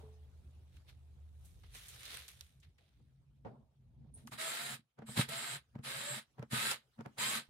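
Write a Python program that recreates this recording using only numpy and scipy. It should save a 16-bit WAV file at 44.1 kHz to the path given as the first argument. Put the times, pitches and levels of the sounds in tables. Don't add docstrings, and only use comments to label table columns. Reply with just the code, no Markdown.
import sys
import numpy as np
from scipy import signal
from scipy.fft import rfft, irfft
from scipy.io import wavfile
from scipy.ndimage import uniform_filter1d

SR = 44100
rng = np.random.default_rng(int(sys.argv[2]) if len(sys.argv) > 2 else 0)


def unload_audio(sound):
    columns = np.transpose(np.atleast_2d(sound))
    steps = np.round(np.clip(columns, -1, 1) * 32767)
    wavfile.write(sys.argv[1], SR, steps.astype(np.int16))


N = 330353
T = np.arange(N) / SR
STEPS = T[::16]


def gain_of(db):
    return 10 ** (np.asarray(db) / 20)


def evened(x):
    return x / np.sqrt(np.mean(x ** 2) + 1e-20)


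def read(points, hz):
    f, value = np.transpose(points)
    return np.interp(np.log(hz + 1), np.log(f + 1), value)


def track(table, axis, silent=None):
    s, value = np.array(table)[:, [0, axis]].T
    out = np.interp(T, s, value)
    if silent is None:
        return out
    inside = (T >= s[0]) & (T <= s[-1])
    return uniform_filter1d(np.where(inside, out, silent), size=300)


def smooth(control):
    return np.interp(T, STEPS, control)


def swell(s, rise_s, fade_s):
    return gain_of(-20 * np.maximum((s - STEPS) / rise_s, (STEPS - s) / fade_s))


def bell(s, width_s):
    return np.exp(-((STEPS - s) / width_s) ** 2)


def wobble(size):
    return evened(uniform_filter1d(uniform_filter1d(rng.standard_normal(N), size), size))


def grit(per_s, spread_db, size):
    jump = gain_of(spread_db * np.minimum(rng.exponential(1, N), 4))
    hits = (rng.random(N) < per_s / SR) * jump
    return 1 + signal.oaconvolve(hits, np.exp(-np.arange(4 * size) / size))[:N]


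def resonate(x, hz, width_hz):
    turn = np.exp(2j * np.pi * np.cumsum(hz * np.ones(N)) / SR)
    r = np.exp(-np.pi * width_hz / SR)
    return 2 * (turn * signal.lfilter([1 - r], [1, -r], x / turn)).real


# (frequency [Hz], correlation [0-1])
NOISE_LIKENESS = [(60, 0.9), (150, 0.94), (380, 0.69), (950, 0.18), (2400, 0.019), (15000, 0.014)]


def noise(shape, patchy_db, size=512):
    frames, hz = 4 * N // size + 5, np.fft.rfftfreq(size, 1 / SR)
    a, b, c, d, patches = rng.standard_normal((frames, len(hz), 5)).T
    patches = uniform_filter1d(patches, size=6, axis=0)
    patches = evened(uniform_filter1d(patches, size=10, axis=1))
    same = np.clip(read(NOISE_LIKENESS, hz), -1, 1)[:, None]
    left = a + 1j * b
    right = same * left + np.sqrt(1 - same ** 2) * (c + 1j * d)
    spectra = np.array([left, right]) * gain_of(read(shape, hz)[:, None] + patchy_db * patches)
    return evened(signal.istft(spectra, nperseg=size, noverlap=size * 3 // 4)[1][:, :N])


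def sine(turns, offset_turns):
    return np.sqrt(2) * np.sin(2 * np.pi * (turns + np.array([[0], [offset_turns]])))


def tone(hz, waver_hz):
    turns = np.cumsum(hz + waver_hz * wobble(size=300)) / SR + rng.random()
    return sine(turns, 1 / 4)


def add(mix, s, sound):
    part = mix[:, max(round(s * SR), 0):][:, :sound.shape[1]]
    part += sound[:, :part.shape[1]]


def aftermath(t60_s):
    most_db = -38
    return smooth(sum(gain_of(min(boom_db, most_db)) * swell(s + BOOM_DELAY_S, .02, stretch * t60_s / 3)
                      for s, _, boom_db, _, stretch, _ in KNOCK_HITS))


# (time [s], level [dB])
RUMBLE_LEVEL = [(0.0, -57), (0.44, -60), (1.6, -57), (1.94, -62), (2.7, -64), (3.3, -67), (3.48, -58),
                (3.73, -69), (4.04, -59), (4.28, -60), (4.45, -93), (4.7, -89.5), (4.79, -74), (4.85, -103),
                (5.1, -76.5), (5.9, -73.5), (6.7, -78), (7.49, -87)]
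# (frequency [Hz], relative density [dB per Hz])
RUMBLE_SPECTRUM = [(12, -45), (20, -30), (56, 4.5), (80, -7), (123, -17.5), (186, -24), (236, -34),
                   (258, -29), (327, -36), (400, -33), (520, -85.5), (880, -120)]
RUMBLE_SWELL_DB, THUMP_DB, THUMP_T60_S = 3.8, -21, .15


def rumble():
    lumps = noise(RUMBLE_SPECTRUM, patchy_db=1., size=2048)
    level = gain_of(track(RUMBLE_LEVEL, axis=1) + RUMBLE_SWELL_DB * wobble(size=2000))
    return lumps * (level + gain_of(THUMP_DB) * aftermath(THUMP_T60_S))


# (time [s], stroke rate [Hz], multiple 2 [dB], multiple 3 [dB])
HUM_STROKES = [(0.0, 25.62, -74.5, -55), (0.4, 25.48, -74, -56), (0.6, 24.92, -74, -58),
               (0.72, 25.3, -79, -62), (1.33, 24.71, -67, -51.5), (1.7, 24.84, -50.5, -61),
               (1.99, 24.86, -71, -85), (2.4, 25, -72, -66), (2.48, 24.9, -64.5, -64),
               (2.52, 24.9, -80, -81)]
# (multiple of stroke rate, level [dB])
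HUM_MULTIPLES = [(5, -73.5), (7, -82.5)]


def far_hum():
    stroke = np.cumsum(track(HUM_STROKES, axis=1)) / SR
    heard = T < HUM_STROKES[-1][0]
    levels = [(k, gain_of(track(HUM_STROKES, axis=k, silent=-120))) for k in (2, 3)]
    levels += [(round(k), heard * gain_of(db + 4.4 * wobble(size=3000))) for k, db in HUM_MULTIPLES]
    return sum(sine(k * stroke + rng.random(), .08) * gain for k, gain in levels)


# (frequency [Hz], relative density [dB per Hz])
AIR_SPECTRUM = [(120, -33), (200, -1.5), (806, -5.5), (1160, -5.5), (2130, -11), (2510, -9), (8420, -17.5),
                (9400, -17), (16000, -26.5)]
# (time [s], level [dB])
AIR_LEVELS = [
    [(0, -78.5), (3.3, -89.5), (4.1, -90.5), (4.8, -90), (4.95, -93.5), (5.1, -87), (5.7, -83),
     (6.3, -81.5), (6.9, -80), (7.12, -77.5), (7.49, -78)],
]


def air():
    return noise(AIR_SPECTRUM, patchy_db=4.0) * gain_of(track(AIR_LEVELS[0], axis=1))


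# (loudest [s], 20 dB swell [s], 20 dB fade [s], rustle [dB], scrape [dB], swish [dB])
HAND_STROKES = [(0.0, .1, .2, -74, -61.5, -77), (0.6, 4.5, 4.5, -85, -82, -87),
                (0.765, .07, .08, -72, -92, -77), (0.891, .025, .045, -60, -83, -69),
                (1.46, 0.15, 0.4, -77.5, -80, -73), (1.638, .006, .08, -66, -73, -79),
                (1.755, 0.05, 0.3351, -56.5, -80, -58), (1.9, 0.16, 0.31, -65, -98, -60.5),
                (2.149, 0.34, 0.1783, -49.5, -67, -54), (2.284, .008, .09, -57, -74, -57),
                (2.42, 0.2, 0.18, -69.5, -80, -69.5), (2.635, .02, .07, -70, -82, -83),
                (2.79, .02, 0.34, -76.5, -82, -86), (3.458, .004, .15, -82, -53, -92),
                (4.103, 0.36, .02, -88, -77, -106), (4.177, 0.05, 0.18, -77, -69.5, -75)]
# (frequency [Hz], relative density [dB per Hz])
RUSTLE_SPECTRUM = [(710, -16), (1200, -4.5), (2110, 0), (2800, -0.5), (3770, 2.5), (4430, -3),
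                   (6000, -13.5), (7800, -38), (13200, -120)]
SCRAPE_SPECTRUM = [(120, -63), (200, -11), (424, 16.5), (600, 15.5), (824, 13), (946, 7.5), (2500, -23),
                   (3250, -56), (5500, -120)]
SWISH_SPECTRUM = [(3240, -33), (5500, -3.5), (7970, -5), (9530, 1), (10700, -7.5), (12500, -3.5),
                  (15000, -16), (16000, -16.5)]


def hands():
    slips = grit(per_s=79.0, spread_db=-3.0, size=60) * gain_of(2.03 * wobble(size=40))
    power = sum((gain_of(np.c_[dbs]) * swell(s, rise_s, fade_s)) ** 2
                for s, rise_s, fade_s, *dbs in HAND_STROKES)
    rustle_gain, scrape_gain, swish_gain = map(smooth, np.sqrt(power))
    rustle = evened(noise(RUSTLE_SPECTRUM, patchy_db=1.0) * slips) * rustle_gain
    swish = evened(noise(SWISH_SPECTRUM, patchy_db=1.5) * slips) * swish_gain
    scrape = noise(SCRAPE_SPECTRUM, patchy_db=3.) * scrape_gain
    return rustle + swish + scrape


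# (time [s], level [dB], pitch [Hz], t60 [s], snap over swish [dB])
SMALL_TICKS = [(0.7679, -49.5, 2500, 0.024, -10), (0.9003, -64.5, 3900, 0.028, -12),
               (1.4491, -56, 10100, 0.14, -7), (1.6337, -49.5, 1227, 0.033, -25),
               (1.75, -46, 9500, 0.071, -0.5), (1.7496, -44.5, 2290, 0.065, -6),
               (1.8716, -58, 1960, 0.051, 1), (1.8838, -39, 10000, 0.05, -5), (1.899, -46.5, 9500, 0.06, 0),
               (2.0541, -38.5, 3700, 0.052, 1), (2.064, -45, 3585, 0.052, -15),
               (2.1134, -36, 3910, 0.03, -14), (2.149, -51, 3066, 0.039, -11),
               (2.2812, -40.5, 9530, 0.026, -1), (2.4097, -32, 4000, 0.014, -6.5),
               (2.6, -61.5, 7660, 0.06, -8), (2.6273, -56, 2700, 0.086, -25),
               (2.7826, -57.5, 2280, 0.048, -9.5), (4.147, -65, 9400, 0.05, -12.5),
               (4.1769, -67, 9500, 0.042, -1), (4.2737, -40, 1290, 0.037, -5.5),
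               (4.3179, -41, 1070, 0.17, -13), (5.288, -33.5, 9400, 0.052, -14)]


def ticks():
    out, t = np.zeros((2, N)), np.arange(SR // 5) / SR
    wide = signal.butter(1, [2500, 10000], "bandpass", fs=SR)
    for s, db, hz, t60_s, snap_db in SMALL_TICKS:
        band = signal.butter(1, [hz * 0.75, min(hz * 1.12, SR * .45)], "bandpass", fs=SR)
        raw = rng.standard_normal((2, len(t)))
        swish = evened(signal.lfilter(*band, raw)) * (1 - np.exp(-t / 0.0023))
        snap = evened(signal.lfilter(*wide, raw))
        add(out, s, gain_of(db - 6.0 - 60 * t / t60_s) * swish)
        add(out, s, gain_of(db + snap_db + 2.0 - 60 * t / 0.0029) * snap)
    return out


def trigger_squeak():
    out, t = np.zeros((2, N)), np.arange(SR // 5) / SR
    burst = rng.standard_normal((2, len(t))) * gain_of(-31.5 - 60 * t / 0.18)
    add(out, 4.138, burst * (1 - np.exp(-t / 0.0019)))
    return resonate(resonate(out, 9300, 260), 9300, 260)


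# (frequency [Hz], relative level [dB], t60 [s])
BOX_MODES = [(128.3, 10, 0.061), (189.6, -2.5, 0.072), (218, 3.5, 0.079), (283, -9.5, 0.056),
             (312, -14, 0.067)]


def boom(stretch):
    t = np.arange(SR // 3) / SR - 1 / 25
    luck = rng.standard_normal((len(BOX_MODES), 3))
    out = 0
    for (hz, db, t60_s), (u, v, w) in zip(BOX_MODES, luck):
        level = gain_of(db + 1.3 * u - 60 * np.maximum(t / (t60_s * stretch), -t / 0.036))
        phase = 2 * np.pi * hz * (1 + 0.013 * v) * t + 0.13 * w * np.array([[1], [-1]])
        out = out + level * np.cos(phase)
    return out / abs(out).max()


# (frequency [Hz], relative level [dB], t60 [s])
PANEL_MODES = [(313, -6.5, 0.1), (448, 4.5, 0.062), (480, -9, .05), (584, 2.5, 0.066), (749, 4.5, 0.03),
               (770, -0.5, 0.035), (861, -3, 0.075), (977, -14.5, 0.012), (1187, -13, 0.047),
               (1416, -5, 0.035), (1584, -4, 0.019), (2120, -10, .02)]


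def panel_ring(t, stretch):
    luck = rng.standard_normal((len(PANEL_MODES), 3))
    out = 0
    for (hz, db, t60_s), (u, v, w) in zip(PANEL_MODES, luck):
        level = gain_of(db + 0.94 * u - 60 * t / (t60_s * stretch))
        phase = 2 * np.pi * hz * (1 + 0.043 * v) * t + 0.65 * w * np.array([[1], [-1]])
        out = out + level * np.sin(phase)
    out = out * (1 - np.exp(-t / 0.0013))
    return out / abs(out).max()


# (time [s], clack [dB], boom [dB], click [dB], ring factor, lead-in re clack [dB])
KNOCK_HITS = [(0.009, -55, -56.5, -77, 1, -16), (1.751, -57, -68, -53, 1, -11),
              (3.001, -67, -64, -80, 0.73, -17), (3.449, -40.5, -47, -82, 0.74, -37),
              (3.469, -43.5, -52, -79, 0.86, -18), (4.046, -73, -54.5, -88, 0.85, -15),
              (4.79, -75, -57, -95, 0.7, -20), (4.99, -44, -46.5, -57.5, 0.92, -11),
              (5.021, -41.5, -51, -67, 0.69, -19), (5.09, -44.5, -45.5, -60, 1, -5),
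              (5.173, -35, -29, -47, 0.5, -5), (5.191, -28, -23.5, -35, 1, -5),
              (5.288, -41, -47, -45, 0.9, -17), (5.755, -42, -39, -62, 0.55, -15.5),
              (5.791, -48, -41, -64, 0.74, -9.5), (6.383, -46, -54, -66, 0.79, -18),
              (6.395, -43.5, -43.5, -56, 0.7, -11.5), (6.427, -36, -43, -49, 0.54, -14.5),
              (6.528, -35, -30.5, -42, 0.97, -13), (6.714, -35.5, -62, -21, 0.8, -10),
              (6.991, -44, -41, -65, 0.58, -13.5), (7.009, -38.5, -50, -49.5, 0.49, -11),
              (7.062, -41.5, -43, -56, 1, -3), (7.185, -42.5, -47.5, -32, 0.51, -3)]
BOOM_DELAY_S = 0.00594


def knocks():
    out, t = np.zeros((2, N)), np.arange(SR // 2) / SR
    dull = signal.butter(2, [300, 1400], "bandpass", fs=SR)
    bright = signal.butter(1, [1800, 5000], "bandpass", fs=SR)
    for s, clack_db, boom_db, click_db, stretch, lead_db in KNOCK_HITS:
        a, b = rng.standard_normal((2, 2, len(t)))
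        grain, click = evened(signal.lfilter(*dull, a)), evened(signal.lfilter(*bright, b))
        lead = grain[:, :1300] * gain_of(clack_db + lead_db - 60 * t[1300:0:-1] / 0.036)
        add(out, max(s - 1300 / SR, 0), lead)
        add(out, s + BOOM_DELAY_S - 1 / 25, gain_of(boom_db + 3.0) * boom(stretch))
        thud = grain * gain_of(-13.0 - 60 * t / (0.17 * stretch))
        add(out, s, gain_of(clack_db - 3.5) * (panel_ring(t, stretch) + thud))
        click_fade = gain_of(-60 * t / 0.007) + gain_of(-15.5 - 60 * t / 0.058)
        add(out, s, click * gain_of(click_db - 6.5) * click_fade)
    return out


def running(start, stop, settle_db, coast_db_per_s, extra_db_per_s):
    rise_db_per_s, settle_s, knee_s = 2000, .014, .006
    after = np.maximum(STEPS - stop, 0)
    coast = after - knee_s * (1 - np.exp(-after / knee_s))
    rise_db = -rise_db_per_s * np.maximum(start - STEPS, 0)
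    settling_db = settle_db * np.exp(-np.maximum(STEPS - start, 0) / settle_s)
    return gain_of(rise_db - settling_db - coast_db_per_s * coast - extra_db_per_s * after)


# (start [s], release [s], settling [dB], coasting [dB/s], rasp at start [dB], rasp at release [dB],
#  fizz re rasp [dB], rotor at start [Hz], rotor at release [Hz],
#  box low note [dB], box upper note [dB], growth of box notes [dB])
TRIGGER_PULLS = [(4.178, 4.184, 11, 300, -67, -70.5, -6, 392, 391, -65, -80, 0),
                 (4.272, 4.275, 8, 800, -65, -64.5, 6, 391, 391, -67, -68, 0),
                 (4.318, 4.332, 11, 450, -49, -48, -2.5, 395, 405, -52, -52.5, 0),
                 (4.384, 4.742, 9, 500, -41, -47, -3, 430, 386, -65, -67, 6),
                 (5.066, 5.158, 9, 460, -56.5, -55.5, -0.5, 328, 310, -66, -68, 0),
                 (5.168, 5.212, 9, 430, -32.5, -35.5, -4.5, 389, 389, -62, -62, 0),
                 (5.288, 5.556, 9, 480, -43, -45.5, -4.5, 388, 352, -58.5, -68.5, 0),
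                 (5.838, 6.18, 11, 450, -44.5, -46, -4, 367, 362, -64, -69, 3),
                 (6.508, 6.72, 19, 390, -38.5, -38.5, -3, 345, 305, -56, -56, -4),
                 (7.184, 7.373, 11, 380, -36.5, -39.5, -3, 378, 336, -65.5, -58, 7)]


def motor(from_db, to_db, extra_db_per_s=0):
    return smooth(sum(gain_of(np.interp(STEPS, row[:2], [a, b])) * running(*row[:4], extra_db_per_s)
                      for row, a, b in zip(TRIGGER_PULLS, from_db, to_db)))


# (time [s], frequency [Hz], level [dB], t60 [s])
HOLLOW_NOTE = (0.036, 432, -58, 0.53)


def hollow_note():
    s, hz, db, t60_s = HOLLOW_NOTE
    return np.sqrt(2) * np.sin(2 * np.pi * hz * T) * gain_of(db) * smooth(swell(s, 0.013, t60_s / 3))


# (time [s], low note [dB], upper note [dB])
EARLY_SHUDDER = [(2.5, -70.5, -85), (2.9, -81, -84.5), (3.02, -68, -83), (3.3, -72, -84.5),
                 (3.442, -70, -85), (3.458, -53, -53), (3.75, -78, -85), (4.03, -58.5, -71),
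                 (4.16, -69, -80.5), (4.3, -61, -56)]
# (frequency [Hz], width of first resonance [Hz])
SHUDDER_NOTES = [(132, 18), (222, 22)]
AFTER_DB, AFTER_T60_S = (-12, -14), .3
LINGER_DB, LINGER_FROM_S = (-84, -100), 5


def shaking():
    shudder = noise([(40, -1.5), (500, 7.5), (900, -42.0)], patchy_db=2.0, size=1024)
    out, after = 0, aftermath(AFTER_T60_S)
    for n, (hz, width_hz) in enumerate(SHUDDER_NOTES):
        note_db, growth_db = np.transpose(TRIGGER_PULLS)[[9 + n, 11]]
        level = gain_of(track(EARLY_SHUDDER, axis=n + 1, silent=-120))
        level = level + motor(note_db, note_db + growth_db)
        level = level + gain_of(AFTER_DB[n]) * after
        level = level + gain_of(LINGER_DB[n]) * (T > LINGER_FROM_S)
        note = evened(resonate(resonate(shudder, hz, width_hz), hz, 2 * width_hz))
        out = out + note * level * gain_of(3.0 * wobble(size=1500))
    return out


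# (frequency [Hz], relative density [dB per Hz])
RASP_SPECTRUM = [(180, -35), (300, -13), (572, -6.5), (660, -8.5), (789, -9.5), (1290, -5), (1430, -4.5),
                 (1580, 0.5), (2860, -2.5), (3900, -0.5), (5200, -10), (6760, -37), (11400, -120)]
FIZZ_SPECTRUM = [(2820, -38), (4800, -4.5), (5750, -11), (7260, -2), (7400, -4), (8020, -2), (9520, -1),
                 (14800, -14.5), (15500, -14.5), (16000, -37)]
# (frequency [Hz], width [Hz], relative level [dB])
HOUSING_MODES = [(903, 97, 0), (1268, 63, 4), (1544, 39, -1), (1830, 46, -4.5), (2130, 52, -2),
                 (2634, 30, -7), (3160, 140, -12.5), (3910, 110, -2.5)]
FIZZ_FALL_DB_PER_S = 90


def gear_rasp(teeth_hz, level):
    fizz_from_db, fizz_to_db = np.transpose(TRIGGER_PULLS)[[4, 5]] + np.transpose(TRIGGER_PULLS)[6]
    fizz_level = motor(fizz_from_db, fizz_to_db, FIZZ_FALL_DB_PER_S)
    throb = 1 + 0.26 * np.cos(2 * np.pi * np.cumsum(teeth_hz) / SR)
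    blows = throb * grit(per_s=72.0, spread_db=0.0, size=30)
    flutter = gain_of(0.66 * wobble(size=30) + 0.28 * wobble(size=400))
    rasp = noise(RASP_SPECTRUM, patchy_db=1.0) * blows * flutter
    housing = sum(gain_of(db) * resonate(rasp, hz, width_hz) for hz, width_hz, db in HOUSING_MODES)
    fizz = evened(noise(FIZZ_SPECTRUM, patchy_db=2.0) * blows ** 0.66)
    return evened(rasp + 0.86 * housing) * level + fizz * fizz_level


# (start [s], end [s], tooth rate from [Hz], to [Hz], bend exponent,
#  multiples 1, 2, 3, 1.2 re rasp [dB], before boosts)
MESH_RISES = [(4.379, 4.74, 627.5, 723, 0.88, -15, -14, -15, -30),
              (5.29, 5.58, 656.7, 713.7, 1.01, -17, -16.5, -20, -28),
              (5.85, 6.2, 530, 615, 1.26, -17, -21, -14, -28),
              (6.52, 6.73, 1225, 1402, 1.2, -12, -16, -33, -21),
              (7.185, 7.39, 885, 1167, 0.52, -11.5, -21, -21, -32)]
# (time [s], 1/e half-width [s], boost of multiples 1, 2, 3, 1.2 [dB])
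MESH_BOOSTS = [(4.402, .02, 8, 0, 5, 0), (4.465, .02, 9, 3, 0, 0), (4.66, .03, 4, 3, -6, 0),
               (5.345, .04, 9, 3, 0, 0), (5.95, .02, 3, -3, 7, 19), (6.1, .04, 11, 3, 3, 0),
               (6.55, .025, 3, 3, 0, 12), (6.68, .03, 3, -3, 0, 16), (7.25, .035, 0, 8, 12, 0)]
MESH_MULTIPLES = (1, 2, 3, 1.2)


def mesh_curves():
    teeth_hz, orders_db = np.full(N, 600.), np.full((len(MESH_MULTIPLES), N), -120.)
    for a, b, from_hz, to_hz, bend, *dbs in MESH_RISES:
        on = T >= a
        part = np.clip((T[on] - a) / (b - a), 0, 1)
        teeth_hz[on] = from_hz + (to_hz - from_hz) * part ** bend
        orders_db[:, on] = np.c_[dbs] - 120 * (part == 1)
    boosts_db = sum(np.c_[dbs] * bell(s, width_s) for s, width_s, *dbs in MESH_BOOSTS)
    return teeth_hz, orders_db + [smooth(v) for v in boosts_db]


def mesh_tones(teeth_hz, orders_db, level):
    out = 0
    for k, db in zip(MESH_MULTIPLES, orders_db):
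        gain = uniform_filter1d(gain_of(db + 2.5 * wobble(size=350)), size=300)
        out = out + tone(k * teeth_hz, waver_hz=4.97 * k ** 1.3) * gain
    return out * level


# (time [s], 1/e half-width [s], lower [dB], upper [dB])
WHINE_FLARES = [(4.49, 0.032, -48.5, -56), (5.1, .04, -60, -58), (5.385, 0.015, -49, -58),
                (5.49, 0.074, -54, -56), (6.0, 0.036, -55.5, -67), (6.11, 0.037, -46, -50),
                (6.68, .015, -48, -70), (7.21, 0.018, -44, -70), (7.28, 0.029, -45, -65)]
SWITCH_HZ, WHINE_FALL_DB_PER_S = 8003, 500
WHINE_DB = (-17, -27)


def speed_whine(level):
    times_s = np.ravel([row[:2] for row in TRIGGER_PULLS])
    rotor_hz = np.interp(T, times_s, np.ravel([row[7:9] for row in TRIGGER_PULLS]))
    unity_db = np.zeros(len(TRIGGER_PULLS))
    switching = motor(unity_db, unity_db, WHINE_FALL_DB_PER_S)
    out = 0
    for n, (sign, waver_hz) in enumerate([(-1, 10.0), (1, 4.7)]):
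        steady = level * gain_of(WHINE_DB[n] + 4.3 * wobble(size=400))
        flares = smooth(sum(gain_of(row[2 + n]) * bell(row[0], row[1]) for row in WHINE_FLARES))
        out = out + (steady + flares) * tone(SWITCH_HZ + sign * rotor_hz, waver_hz)
    return switching * out


def drill():
    level = motor(*np.transpose(TRIGGER_PULLS)[4:6])
    teeth_hz, orders_db = mesh_curves()
    return gear_rasp(teeth_hz, level) + mesh_tones(teeth_hz, orders_db, level) + speed_whine(level)


def scene():
    background = rumble() + far_hum() + air()
    handling = hands() + ticks() + trigger_squeak()
    box = knocks() + hollow_note() + shaking()
    return background + handling + box + drill()


# (frequency [Hz], left minus right [dB])
CHANNEL_LEAN = [(60, -0.5), (240, 0), (950, 0.0), (3770, -2), (15000, -1.5)]
BASS_CUT_HZ, EDGE_HZ = 69.8, 15900


def record(dry):
    hz = np.fft.rfftfreq(N, 1 / SR)
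    lean_db = read(CHANNEL_LEAN, hz) / 2
    bass_cut = 1 / np.sqrt(1 + (BASS_CUT_HZ / (hz + 1)) ** 6)
    channels = irfft(rfft(dry) * gain_of([lean_db, -lean_db]) * bass_cut, N)
    low_pass = signal.firwin(511, EDGE_HZ, window=("kaiser", 9), fs=SR)
    return signal.oaconvolve(channels, low_pass[None], "same")


dry = scene()
out = record(dry)
unload_audio(out)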